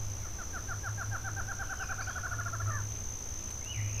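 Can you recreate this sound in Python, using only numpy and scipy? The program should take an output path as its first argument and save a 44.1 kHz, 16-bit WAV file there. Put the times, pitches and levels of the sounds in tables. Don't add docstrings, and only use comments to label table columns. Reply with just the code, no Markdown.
import sys
import numpy as np
from scipy import signal
from scipy.fft import rfft, irfft
from scipy.io import wavfile

SR = 44100
rng = np.random.default_rng(int(sys.argv[2]) if len(sys.argv) > 2 else 0)


def wav_record(signal):
    frames = np.transpose(np.atleast_2d(signal))
    bounded = np.clip(frames, -1, 1)
    quanta = np.round(bounded * 32767).astype(np.int16)
    wavfile.write(sys.argv[1], SR, quanta)


N = 176400
T = np.arange(N) / SR

# start t/s, top of the pitch arch t/s, fall length t/s, top f/Hz, level/dB
TRILL_NOTES = [(.235, 0.21, 0.061, 784, -49.5), (.379, 0.352, 0.069, 835, -44),
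               (.526, .502, 0.076, 834, -41), (.678, .657, 0.073, 827, -40), (.829, .814, 0.069, 833, -39),
               (.971, .961, 0.067, 822, -39), (1.109, 1.111, 0.053, 808, -38.5),
               (1.237, 1.255, 0.035, 784, -38.5), (1.357, 1.378, 0.029, 794, -38.5),
               (1.473, 1.496, 0.027, 801, -38), (1.584, 1.605, 0.025, 795, -37.5),
               (1.687, 1.711, 0.024, 784, -37.5), (1.789, 1.813, 0.022, 781, -37),
               (1.883, 1.906, 0.02, 774, -37), (1.974, 1.997, 0.019, 769.4, -37.5),
               (2.063, 2.085, .019, 763, -37.5), (2.147, 2.168, 0.017, 756, -37),
               (2.227, 2.247, 0.02, 748, -36.5), (2.303, 2.322, 0.015, 736, -36.5),
               (2.377, 2.395, 0.015, 727, -37), (2.449, 2.465, 0.015, 707, -37),
               (2.519, 2.536, .016, 692, -37), (2.591, 2.606, 0.013, 696, -38)]
# t/s, f/Hz, level/dB, third harmonic boost/dB
SLUR = [(2.66, 628, -42, 7), (2.68, 681, -40, 2), (2.71, 619, -35.5, 2), (2.74, 592, -37.5, 4),
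        (2.77, 568, -34, 0.5), (2.795, 495, -40, -0.5), (2.818, 435, -47, 0)]
HARMONICS = [-4.5, 0, -5.5, -16]
# f/Hz, level/dB
THROAT = [(500, -32), (680, -9), (780, -3), (950, -14), (1130, -14), (1280, -4), (1400, 2), (1580, -1.5),
          (1800, -6), (2000, -28), (3200, -14.5), (5000, -39)]
# t/s, sharpness (0 to 1)
FALL_SHARPNESS = [(.3, 0.04), (1, 0.99)]
# delay t/s, level/dB
ROCK_ECHOES = [(.0075, -19.5), (.012, -17), (0.033, -27)]
# t/s, f/Hz
PULSE_RATE = [(1.1, 59.3), (1.7, 58.9), (2.3, 59.15), (2.6, 59.53)]
# t/s, level/dB, f/Hz
BUZZ = [(0, -47.5, 6150), (0.799, -49, 6145), (1.6, -48.5, 6186), (2.398, -49, 6197), (3.1, -44, 6216),
        (3.92, -46, 6160), (3.944, -41.5, 6480), (4, -42.5, 6110)]
# f/Hz, level/dB
CHORUS = [(4600, -27), (5100, -18), (5320, -7.5), (5550, -11), (5800, 0), (6000, 1.5), (6170, 4),
          (6450, -8.5), (6600, -10), (6720, -5), (6950, -16.5), (7500, -27.5)]
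# t/s, f/Hz, level/dB
WHISTLES = [
    [(.205, 2290, -64), (.26, 1980, -60)],
    [(1.61, 2650, -66), (1.665, 3200, -65), (1.715, 2270, -67)],
    [(1.76, 2882, -70), (1.79, 3180, -59), (1.82, 2650, -57), (1.838, 2490, -53), (1.852, 2540, -54)],
    [(1.882, 2380, -56), (1.9, 2430, -55), (1.925, 2380, -63)],
    [(1.81, 5450, -61), (1.83, 5170, -57), (1.875, 5070, -59)],
    [(2.0, 3510, -54), (2.015, 4600, -53), (2.035, 4860, -59), (2.05, 4680, -53), (2.066, 3900, -53)],
    [(2.005, 2154, -56), (2.033, 2424, -52.5), (2.055, 2450, -60)],
    [(2.065, 2820, -60), (2.095, 3247, -60), (2.16, 3350, -65)],
    [(3.95, 5400, -67), (4, 5100, -52)],
]
# t/s, f/Hz, level/dB
RISING_WHISTLE = [(3.61, 2106, -53), (3.632, 2190, -61), (3.646, 2620, -57), (3.668, 2770, -51),
                  (3.69, 2910, -50), (3.716, 2950, -40.5), (3.726, 2884, -43), (3.735, 2920, -50)]
# t/s, f/Hz, level/dB
BURR = [(3.728, 2940, -51), (3.755, 2270, -50), (3.795, 2043, -48.5), (3.83, 2270, -56),
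        (3.88, 2367, -53.5), (3.93, 2514, -56), (3.96, 2700, -52.5), (4, 2610, -50)]
# t/s, level/dB, top edge f/Hz
TICKS = [(2.984, -39.5, 3500), (3.392, -45, 12500), (3.443, -42, 12500), (3.506, -38, 11500),
         (3.515, -38, 12800), (3.534, -46, 11700), (3.648, -38.5, 11900)]
# t/s, level/dB
RUSTLE = [(2.8, -67), (2.97, -61), (3.05, -69), (3.5, -62), (3.62, -81)]
# t/s, level/dB
HUM_SWELLS = [(0, -40), (.19, -43.5), (.42, -60), (.66, -49), (.74, -41.5), (.85, -51), (.91, -33),
              (1.0, -42.5), (1.1, -38), (1.22, -43), (1.29, -37), (1.63, -49.5), (1.83, -68), (1.98, -46.5),
              (2.27, -51), (2.33, -44), (2.54, -37.5), (2.6, -42), (2.68, -33.5), (2.9, -42.5),
              (3.25, -57.5), (3.42, -49), (3.7, -51), (3.76, -35.5), (4, -39)]
# t/s, level/dB
GUSTS = [(.2, -40), (.65, -41), (.9, -46.5), (1.15, -43), (1.75, -41), (2.28, -42), (2.36, -43.5),
         (2.6, -44), (3.1, -40.5), (3.6, -43.5)]
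# f/Hz, level/dB
RUMBLE = [(10, 2), (25, -3.5), (45, -7), (72, 0), (86, -4), (102, -8), (160, -30.5), (300, -50.5)]
# f/Hz, level/dB
AIR = [(80, -9), (135, 1), (204, -2), (345, -5.5), (525, -7.5), (1290, -11.5), (1830, -16.5), (4700, -22),
       (6110, -28.5), (10000, -47)]
# t/s, level/dB
AIR_FADE = [(.6, 1), (1.2, 0.24)]
# f/Hz, level/dB
HISS = [(100, 10), (3000, 0.5), (7500, 3), (10000, 1), (11600, 2.5), (12200, 5), (13200, 2.5),
        (15500, -3.5)]


def near_bird():
    song = trill() + slur()
    song += sum(amp(db) * np.interp(T - delay, T, song) for delay, db in ROCK_ECHOES)
    loudness = abs(signal.hilbert(song))
    sizzle = amp(-32.5) * loudness * wobble(hz=830) * tone(np.full(N, 11260))
    return scatter(song + sizzle, fade_s=0.27, wet_db=-8.5)


def trill():
    attack_s, release_s, tail_s, swell_db = 0.012, 0.012, 0.015, 5
    out = np.zeros(N)
    jitter, flutter = 1 + 0.0095 * wobble(hz=510), 1 + 0.14 * wobble(hz=280)
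    for start, crest, fall, top_hz, db in TRILL_NOTES:
        t = np.arange(start, crest + fall + tail_s, 1 / SR)
        progress = (t - crest) / fall
        bend = 0.608 * (progress > 0) * (progress ** 4 - progress ** 2)
        snap = np.maximum(progress - 0.94, 0) * fall / 0.012
        sag = progress ** 2 + curve(FALL_SHARPNESS, start) * (bend + snap)
        max_drop = min(0.427, 15.85 * fall)
        hz = top_hz * (1 - max_drop * np.tanh(0.248 * sag / max_drop)) * np.interp(t, T, jitter)
        fades = np.minimum((t - start) / attack_s, 1) * np.minimum((t[-1] - t) / release_s, 1)
        swell = amp(db + swell_db * np.linspace(-1, 1, len(t)))
        add(out, start, fades * swell * np.interp(t, T, flutter) * voice(hz))
    return out


def slur():
    beat_hz = 105
    out = np.zeros(N)
    t, hz, db, third_db = follow(SLUR)
    beat = 1 + 0.45 * np.sin(2 * np.pi * beat_hz * t)
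    flutter = 1 + 0.25 * wobble(hz=150)[:len(t)]
    jitter = 1 + 0.022 * wobble(hz=290)[:len(t)]
    add(out, t[0], amp(db) * beat * flutter * voice(hz * jitter, third_db))
    return out


def voice(hz, third_db=0):
    return sum(amp(db + spectrum(THROAT, k * hz) + third_db * (k == 3)) * tone(k * hz)
               for k, db in enumerate(HARMONICS, 1))


def cicada():
    first_pulse_s, sweep_hz, swing_hz = 0.0017, 510, 35
    cycles = np.cumsum(curve(PULSE_RATE)) / SR - first_pulse_s * PULSE_RATE[0][1]
    cycles += 0.02 * wobble(hz=12)
    place = (cycles + 0.5) % 1 - 0.5
    pulses = unit(np.exp(-0.5 * (place / 0.16) ** 2))
    times, db, centre_hz = np.transpose(BUZZ)
    hz = np.interp(T, times, centre_hz) - sweep_hz * place + swing_hz * wobble(hz=390)
    level = pulses * amp(np.interp(T, times, db) + 0.5 * wobble(hz=54))
    rasp = unit(tone(hz) * (1 + 0.12 * wobble(hz=390)))
    octave = amp(-32) * tone(2 * hz) * wobble(hz=180)
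    return scatter(level * (rasp + octave), fade_s=0.06, wet_db=-14) + amp(-49) * noise(CHORUS)


def far_birds():
    out = np.zeros(N)
    for rows in WHISTLES:
        add(out, *whistle(rows, jitter=0.016, flutter=0.55))
    add(out, *whistle(RISING_WHISTLE, jitter=0.006, flutter=0.18))
    add(out, *whistle(BURR, jitter=0.0343, flutter=0.55, swing=0.052))
    return scatter(out, fade_s=1, wet_db=-3.5)


def whistle(rows, jitter, flutter, swing=0, swing_hz=92):
    t, hz, db = follow(rows)
    fades = np.minimum(np.minimum(t - t[0], t[-1] - t) / 0.0069, 1)
    level = amp(db) * (1 + flutter * wobble(hz=170)[:len(t)])
    waver = jitter * wobble(hz=360)[:len(t)] + swing * np.sin(2 * np.pi * swing_hz * t)
    return t[0], fades * level * tone(hz * (1 + waver))


def ticks():
    decay_s = 0.00075
    out, t = np.zeros(N), T[:SR // 20]
    for start, db, top_hz in TICKS:
        snap = band(rng.standard_normal(len(t)), hz=[300, top_hz], order=3)
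        add(out, start, amp(db) * snap * np.exp(-t / decay_s))
    return out


def rustle():
    cracks_per_s = 460
    out = np.zeros(N)
    t, db = follow(RUSTLE)
    cracks = rng.standard_normal(len(t)) * (rng.random(len(t)) < cracks_per_s / SR)
    add(out, t[0], amp(db) * band(cracks, hz=[1900, 3350], order=2))
    return out


def hum():
    hz = 103.8 * (1 + 0.022 * wobble(hz=8.2))
    flutter = 1 + 0.2 * wobble(hz=10.4)
    return amp(curve(HUM_SWELLS)) * flutter * tone(hz)


def wind():
    return amp(curve(GUSTS)) * noise(RUMBLE)


def still_air():
    air = amp(curve(AIR_FADE)) * stereo_noise(AIR, db=-51.5, shared=0.98)
    return air + stereo_noise(HISS, db=-58.5, shared=0.27)


def scatter(x, fade_s, wet_db):
    t = T[:SR]
    tail = rng.standard_normal(SR) * amp(-60 * t / fade_s) * np.minimum(t / 0.001, 1)
    return x + amp(wet_db) * signal.fftconvolve(x, tail / np.linalg.norm(tail))[:N]


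def amp(db):
    return 10 ** (np.asarray(db) / 20)


def unit(x):
    return x / np.sqrt(np.mean(x ** 2) + 1e-20)


def curve(rows, t=T):
    return np.interp(t, *np.transpose(rows))


def spectrum(rows, hz):
    f, db = np.transpose(rows)
    return np.interp(np.log(hz + 1), np.log(f), db)


def follow(rows):
    times, *columns = np.transpose(rows)
    t = np.arange(times[0], times[-1], 1 / SR)
    return t, *(np.interp(t, times, column) for column in columns)


def add(mix, start, sound):
    part = mix[max(round(start * SR), 0):][:len(sound)]
    part += sound[:len(part)]


def tone(hz):
    return np.sqrt(2) * np.sin(2 * np.pi * np.cumsum(hz) / SR)


def band(x, hz, order):
    return unit(signal.lfilter(*signal.butter(order, hz, "band", fs=SR), x))


def wobble(hz):
    rolloff = 1 + (np.fft.rfftfreq(N, 1 / SR) / hz) ** 4
    return unit(irfft(rfft(rng.standard_normal(N)) / rolloff, N))


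def noise(rows):
    gain = amp(spectrum(rows, np.fft.rfftfreq(N, 1 / SR)))
    return unit(irfft(rfft(rng.standard_normal(N)) * gain, N))


def stereo_noise(rows, db, shared):
    centre, sides = noise(rows), np.array([noise(rows), noise(rows)])
    return amp(db) * (np.sqrt(shared) * centre + np.sqrt(1 - shared) * sides)


def scene():
    return near_bird() + far_birds() + cicada() + ticks() + rustle() + hum() + wind() + still_air()


def record(dry):
    edge_hz = 15550
    lowpass = signal.firwin(511, edge_hz, window=("kaiser", 9), fs=SR)
    return signal.oaconvolve(dry, lowpass[None], "same")


dry = scene()
out = record(dry)
wav_record(out)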